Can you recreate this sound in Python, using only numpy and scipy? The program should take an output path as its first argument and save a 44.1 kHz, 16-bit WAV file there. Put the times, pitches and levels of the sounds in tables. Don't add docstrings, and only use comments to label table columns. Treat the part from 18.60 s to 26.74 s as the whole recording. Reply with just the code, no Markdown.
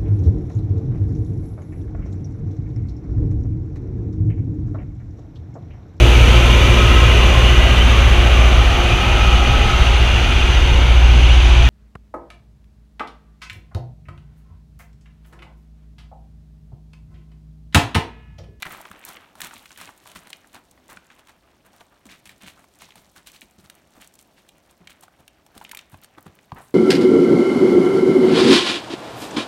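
import sys
import numpy as np
from scipy import signal
from scipy.fft import rfft, irfft, next_fast_len
from scipy.io import wavfile
from scipy.ndimage import map_coordinates

SR = 44100
rng = np.random.default_rng(int(sys.argv[2]) if len(sys.argv) > 2 else 0)


def digitize_waveform(pressure):
    field = np.atleast_2d(pressure).T
    bounded = np.clip(field, -1, 1)
    quanta = np.round(bounded * 32767).astype(np.int16)
    wavfile.write(sys.argv[1], SR, quanta)


N = 359018

# f/Hz, level/dB
GRIT_SPECTRUM = [(1500, -8.5), (3500, 0.5), (6000, -5), (10000, -3), (16000, -10)]


def hoof_thuds():
    # t/s, level/dB, nominal ground f/Hz
    landings = [(0.06, -35.5, 148), (0.304, -40, 187), (0.475, -46, 179), (0.826, -58, 220),
                (0.95, -45.5, 238), (1.195, -53, 225), (1.56, -45, 180), (1.943, -53, 235),
                (2.362, -49, 182), (3.455, -42, 223), (3.66, -50.5, 200), (3.83, -42, 199),
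                (4.212, -50, 232), (4.353, -50.5, 192), (4.822, -49, 230), (4.979, -45.5, 191),
                (5.374, -46.5, 232), (6.204, -43.5, 182), (6.594, -50, 144), (6.96, -39.5, 216),
                (7.33, -37, 101), (7.574, -39.5, 280), (7.661, -31, 160), (7.923, -27.5, 89),
                (5.035, -48.5, 139)]
    out, t = np.zeros(N), np.arange(SR // 4) / SR
    for s, db, hz in landings:
        t60 = 0.038 + 0.0083 * horse_metres(s)
        envelope = amp(db - 60 * t / t60) * (1 - np.exp(-t / 0.0035))
        phase = 2 * np.pi * hz * (0.797 * t + 0.00798 * (1 - np.exp(-t / 0.017)))
        rumble = 0.52 * noise_band(len(t), 1.54 * hz, width_hz=2.56 * hz)
        shake = 0.22 * noise_band(len(t), hz=77, width_hz=90) * amp(30 * t / t60)
        add(out, s, envelope * (np.sin(phase) + rumble + shake))
    return out


def gravel_scuffs():
    # t/s, level/dB, stone f/Hz, grit share/dB, t60/s
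    scuffs = [(0.052, -21.5, 1070, -9, 0.11), (0.1, -25, 1370, -7.5, 0.21), (0.174, -32.5, 1100, -8, 0.15),
              (0.453, -32, 1120, 2, .21), (0.539, -42, 2180, -24, 0.17), (0.754, -35, 960, -7, .19),
              (0.819, -23.5, 1800, -0.5, .17), (1.108, -36, 1650, -2, 0.08), (1.175, -29, 1720, -2, .27),
              (1.275, -30, 1000, -12, 0.095), (1.455, -37.5, 1097, -1.5, 0.23),
              (1.55, -28, 2260, -1, 0.094), (1.934, -30, 1300, -9.5, .15), (2.286, -31, 1140, -5, 0.2),
              (2.504, -35.5, 1670, -24, 0.085), (2.582, -39, 706, -4.5, 0.073),
              (2.682, -35.5, 1460, -4.5, 0.083), (3.046, -38.5, 990, -7.5, .11),
              (3.118, -42.5, 970, -4, 0.27), (3.198, -33.5, 750, -8, 0.072), (3.309, -42.5, 886, -22, 0.12),
              (3.456, -39, 940, 0, 0.079), (3.492, -30, 2780, -7.5, 0.17), (3.654, -39, 2630, 3.5, 0.085),
              (3.692, -39, 2350, -2, .12), (3.805, -34, 2310, -8, 0.19), (3.861, -32.5, 2250, 0.5, .14),
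              (3.968, -38.5, 977, -11, 0.15), (4.19, -35, 3530, -16, 0.26), (4.202, -39, 910, 1, 0.16),
              (4.357, -39.5, 730, 1.5, 0.15), (4.556, -35.5, 1420, -2.5, 0.13), (4.659, -37, 3200, 4, 0.12),
              (4.729, -37, 3400, 1.5, 0.13), (4.817, -39.5, 2530, 1, 0.062), (4.98, -46, 890, 3, .1),
              (5.04, -39.5, 1350, -1, 0.063), (5.349, -38, 930, -7, .135), (5.398, -37, 2290, -1, 0.18),
              (5.583, -50.5, 3520, 10.5, 0.081), (5.766, -41.5, 2700, -3.5, .12),
              (6.092, -46, 900, 0, 0.11), (6.293, -36.5, 2440, 1, 0.08), (6.422, -39, 875, 3.5, 0.079),
              (6.587, -37, 710, -8.5, 0.081), (6.943, -37.5, 980, -2, 0.19), (7.013, -32.5, 950, -7, 0.064),
              (7.04, -38, 2800, -22, 0.13), (7.189, -39.5, 2850, -6, 0.11), (7.319, -35.5, 870, -5, .09),
              (7.423, -37, 2660, -9, 0.059), (7.576, -30.5, 890, -14, 0.048),
              (7.655, -37, 920, -4.5, 0.073), (7.957, -26.5, 1050, -18, 0.14), (7.989, -40, 980, -7, 0.21)]
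    out, t = np.zeros(N), np.arange(SR // 4) / SR
    for s, db, hz, grit_db, t60 in scuffs:
        slide_s = 0.16 * t60
        swell = np.clip(t / slide_s, 0, 1) ** 0.34
        settle = amp(-60 * (np.maximum(t - slide_s, 0) / t60) ** 1.157)
        stones = pebbles(len(t), per_second=1800, hz=hz, cycles=0.43, spread_db=10, octaves=1.68)
        snaps = pebbles(len(t), per_second=160, hz=6400, cycles=0.52, spread_db=24, octaves=3.1)
        grit = sand(len(t), per_second=1500, smooth=0.99) + amp(-2) * snaps
        soil = amp(-10) * noise_band(len(t), hz=210, width_hz=410)
        add(out, s, amp(db - 15.5) * swell * settle * (stones + soil + amp(grit_db) * grit))
    return out


def clacks():
    # t/s, peak level/dB, f/Hz, treble share/dB
    knocks = [(0.023, -14.5, 2070, 6), (0.0283, -15, 2240, -11), (0.053, -24.5, 1430, -11),
              (0.065, -25.5, 1810, -14), (0.108, -28, 1350, -4.5), (0.153, -41, 883, -5),
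              (0.182, -36, 1070, -22), (0.205, -32, 900, -24), (0.253, -29.5, 1070, -30),
              (0.314, -27, 1215, -4.5), (0.439, -32, 2260, -16), (0.569, -32.5, 2320, -23),
              (0.754, -33.5, 935, -2.5), (0.803, -24, 1620, -18), (0.817, -12, 1820, 12),
              (0.91, -32.5, 1410, -19), (0.934, -31.5, 961, -25), (0.965, -35, 2090, -15),
              (1.057, -29.5, 1950, -1), (1.106, -34.5, 1670, -6), (1.16, -38, 2680, -25),
              (1.175, -24.5, 1800, 11), (1.202, -28, 1860, -1), (1.213, -22.5, 1210, 3),
              (1.275, -35, 2510, -14), (1.29, -31, 940, -30), (1.458, -35.5, 1050, -15),
              (1.4735, -28, 2500, 26), (1.497, -41, 2770, -15), (1.516, -28.5, 2710, 11),
              (1.565, -38, 2430, 4), (1.671, -30, 1590, 4), (1.703, -24.5, 806, 11),
              (1.73, -21.5, 2830, -17), (1.844, -43.5, 1400, -14), (1.945, -26.5, 1150, 3),
              (2.176, -44, 1390, -16), (2.299, -29, 1030, 10), (2.371, -32, 1480, -27),
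              (2.502, -38, 1720, -25), (2.672, -35, 1470, 3), (3.212, -38, 750, -32),
              (3.455, -32.5, 920, 8), (3.49, -38, 2440, -19), (3.664, -36, 2640, 6),
              (3.693, -27.5, 2240, -1), (3.821, -30, 2510, 21), (3.861, -39, 2400, -14),
              (3.897, -38, 2370, -6), (4.042, -39, 940, -5), (4.22, -28, 890, 3.5), (4.306, -37, 2800, -20),
              (4.288, -41, 900, -3), (4.321, -39, 2490, -20), (4.356, -31, 860, 5), (4.562, -30.5, 1290, 1),
              (4.671, -23.5, 3160, 19), (4.699, -41, 2500, -10), (4.763, -34.5, 3920, -10),
              (4.817, -29, 2830, -5), (5.099, -23, 1560, 13), (5.891, -35.5, 2900, 0),
              (6.273, -28, 2600, -39), (6.295, -43, 2490, -16), (6.306, -39, 3390, -20),
              (6.435, -29, 850, 0), (6.481, -39.5, 900, -9.5), (6.679, -29, 2650, 5.5),
              (6.864, -35, 845, 4.5), (6.978, -23.5, 940, 15), (7.013, -30, 934, -29),
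              (7.049, -29.5, 2500, -25), (7.093, -29, 2490, 4), (7.114, -22.5, 2490, -0.5),
              (7.132, -34, 880, -19), (7.148, -28, 2580, -19), (7.172, -20, 2490, 11),
              (7.19, -27.5, 2800, -31), (7.343, -35, 910, -28), (7.445, -27.5, 1480, 13),
              (7.583, -33.5, 1100, -26), (7.665, -35.5, 1000, -33), (7.789, -39.5, 2300, -17),
              (7.919, -22.5, 930, -29), (8.004, -34.5, 930, -22)]
    out, t = np.zeros(N), np.arange(SR // 16) / SR
    for s, db, hz, treble_db in knocks:
        force = rattle(t, t60=0.019, blow=2.96)
        ring = filtered(force, lambda f: resonance(f, hz, hz / 2.66) * resonance(f, hz, 6.3 * hz) ** 2)
        clack = unit(ring) + amp(treble_db) * gritty(force)
        add(out, s, amp(db) * clack / np.abs(clack).max())
    return out


def grit_ticks():
    # t/s, peak level/dB
    ticks = [(0.122, -22.5), (0.174, -34), (0.2138, -26.5), (0.3935, -36), (0.4505, -17), (0.5324, -29),
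             (0.561, -34), (0.7926, -41), (0.8064, -16), (1.377, -34.5), (1.873, -37.5), (1.931, -38),
             (2.1117, -35), (2.281, -37), (2.4673, -43), (3.6559, -31.5), (4.155, -42), (4.188, -37),
             (4.579, -47), (4.7177, -32), (4.81, -30), (4.9102, -40), (5.152, -36.5), (5.3055, -43),
             (5.416, -30.5), (5.4454, -34), (5.4745, -29), (5.5394, -36), (5.554, -34), (5.612, -34.5),
             (5.6257, -37), (5.889, -33.5), (5.981, -40), (6.329, -40), (6.4095, -32), (7.0414, -29.5),
             (7.1172, -19), (7.149, -20.5), (7.2976, -40), (7.318, -37), (7.3736, -39), (7.416, -37),
             (7.4363, -31), (7.6076, -41), (7.6273, -33), (7.7528, -37.5), (7.9468, -42), (7.989, -49)]
    out, t = np.zeros(N), np.arange(SR // 16) / SR
    for s, db in ticks:
        hz = 14950 - 480 * horse_metres(s)
        force = rattle(t, t60=0.017, blow=4.45)
        tick = filtered(force, lambda f: resonance(f, hz, 1.23 * hz) ** 2)
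        add(out, s, amp(db) * tick / np.abs(tick).max())
    return out


def gravel_trickle():
    # t/s, stone level/dB, grit level/dB
    levels = [(0.0, -54, -61), (0.22, -49.5, -58), (0.59, -50.5, -62), (0.81, -64, -75),
              (0.95, -50.5, -49.5), (1.2, -70, -61), (1.68, -55, -59), (2.02, -69.5, -68.5),
              (2.51, -61, -66.5), (3.0, -65.5, -71), (4.28, -67, -63), (6.01, -64.5, -69.5),
              (6.9, -64.5, -74), (7.12, -61.5, -67.5), (7.66, -64, -72), (8.14, -62, -64)]
    s, stones_db, grit_db = np.transpose(levels)
    t = np.arange(N) / SR
    stone_flurry, grit_flurry = amp(2.2 * wobble(30)), amp(2.2 * wobble(40))
    stones = pebbles(N, per_second=2300, hz=1096, cycles=0.97, spread_db=11, octaves=3.15)
    grains = sand(N, per_second=300, smooth=2.1)
    snaps = pebbles(N, per_second=70, hz=7100, cycles=0.94, spread_db=4, octaves=2.1)
    rolling = amp(np.interp(t, s, stones_db)) * unit(stone_flurry * stones)
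    ticking = amp(np.interp(t, s, grit_db)) * unit(grit_flurry * (grains + 0.8 * snaps))
    return rolling + ticking


def pebbles(size, per_second, hz, cycles, spread_db, octaves):
    when, pitch, strength, side = rng.random((4, int(size * per_second / SR)))
    own_hz = np.clip(hz * 2 ** (octaves * (pitch - 0.5)), 300, 15000)[:, None]
    t = np.arange(200) / SR
    turns = t * own_hz
    attack = 1 - np.exp(-2 * turns)
    decay = np.exp(-turns / cycles) * np.cos(np.pi / 2 * t / t[-1])
    kick = np.sign(side - 0.5) * amp(spread_db * strength ** 2)
    rings = kick[:, None] * np.sqrt(own_hz) * np.sin(2 * np.pi * turns) * attack * decay
    at = (when * size).astype(int)[:, None] + np.arange(len(t))
    return unit(np.bincount(at.ravel(), rings.ravel(), size)[:size])


def sand(size, per_second, smooth):
    touches = rng.random(size) < per_second / SR
    strength, wash = rng.standard_normal((2, size))
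    hits = touches * strength * np.sqrt(np.abs(strength))
    return gritty(unit(hits) + smooth * wash)


def gritty(force):
    return unit(filtered(force, lambda f: amp(along(GRIT_SPECTRUM, f))))


def rattle(t, t60, blow):
    decay = amp(-60 * t / t60) * (0.85 + 0.17 * np.exp(-t / 0.0017))
    force = (1 - np.exp(-t / 0.00053)) * decay * rng.standard_normal(len(t))
    force[12] += blow
    return force


def hiss_puff():
    start_s, db, t60, low_hz, high_hz = 8.008, -56, 0.4, 7400, 12500
    out, t = np.zeros(N), np.arange(SR // 5) / SR
    noise = rng.standard_normal(len(t))
    hiss = unit(filtered(noise, lambda f: 1 / (1 + (low_hz / (f + 1)) ** 20 + (f / high_hz) ** 10)))
    add(out, start_s, amp(db - 60 * t / t60) * (1 - np.exp(-t / 0.003)) * hiss)
    return out


def tree_scatter(x):
    # f/Hz, t60/s
    decay_times = [(200, 0.58), (2000, 0.51), (12000, 0.025)]
    hz, t, spectra = signal.stft(rng.standard_normal(SR // 2), SR, nperseg=256)
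    decay = amp(-60 * t / along(decay_times, hz)[:, None])
    tail = signal.istft(spectra * decay, SR, nperseg=256)[1]
    predelayed = np.pad(x, (300, 0))
    return signal.fftconvolve(predelayed, tail / np.linalg.norm(tail))[:N]


def air_loss(x, above_hz=10200, db_per_m=0.18):
    top = filtered(x, lambda f: 1 / (1 + (above_hz / (f + 1)) ** 12))
    lost = 1 - amp(-db_per_m * horse_metres(np.arange(N) / SR))
    return x - lost * top


def forest_hush():
    # f/Hz, level/dB
    spectrum = [(18, -29), (30, -18), (60, -4), (110, -6.5), (200, -4), (400, -4.5), (700, -7), (1300, -21),
                (2500, -29), (5000, -21), (8000, -32.5), (16000, -33.5)]
    hush = unit(filtered(rng.standard_normal(N), lambda f: amp(along(spectrum, f))))
    low_end = noise_band(N, hz=52.6, width_hz=40)
    return amp(-61 + wobble(3.44)) * hush + amp(-76 + 3.7 * wobble(2.1)) * low_end


def horse_metres(s):
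    # t/s, distance/m
    path = [(0, 2), (1, 9.7), (2.5, 16), (5.5, 13.3), (6.8, 9), (8.14, 2.5)]
    return np.interp(s, *np.transpose(path))


def amp(db):
    return 10 ** (np.asarray(db) / 20)


def unit(x):
    return x / np.sqrt(np.mean(x ** 2) + 1e-20)


def along(points, hz):
    f, values = np.transpose(points)
    return np.interp(np.log(hz + 1), np.log(f + 1), values)


def wobble(rate):
    knots = rng.standard_normal(int(N * rate / SR) + 4)
    return map_coordinates(knots, [np.arange(N) * rate / SR])


def filtered(x, response):
    size = next_fast_len(len(x) + 2048)
    return irfft(rfft(x, size) * response(np.fft.rfftfreq(size, 1 / SR)), size)[:len(x)]


def resonance(f, hz, width_hz):
    return 1j * f * width_hz / (hz * hz - f * f + 1j * f * width_hz)


def noise_band(size, hz, width_hz):
    return unit(filtered(rng.standard_normal(size), lambda f: resonance(f, hz, width_hz) ** 2))


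def add(track, s, sound):
    part = track[round(s * SR):][:len(sound)]
    part += sound[:len(part)]


def scene():
    pen = hoof_thuds() + gravel_scuffs() + clacks() + grit_ticks() + hiss_puff()
    foreground = air_loss(pen + amp(-17.5) * tree_scatter(pen) + gravel_trickle())
    return (foreground + forest_hush())[None]


def record(dry):
    # f/Hz, width/Hz, depth/0-1
    dips = [(461, 210, 0.48), (4920, 970, 0.37), (10380, 620, 0.56)]
    top_hz = 16000

    def response(f):
        notches = [1 - depth * resonance(f, hz, width_hz) for hz, width_hz, depth in dips]
        return np.prod(notches, axis=0) * (f < top_hz)
    return filtered(dry[0], response)[None]


dry = scene()
out = record(dry)
digitize_waveform(out)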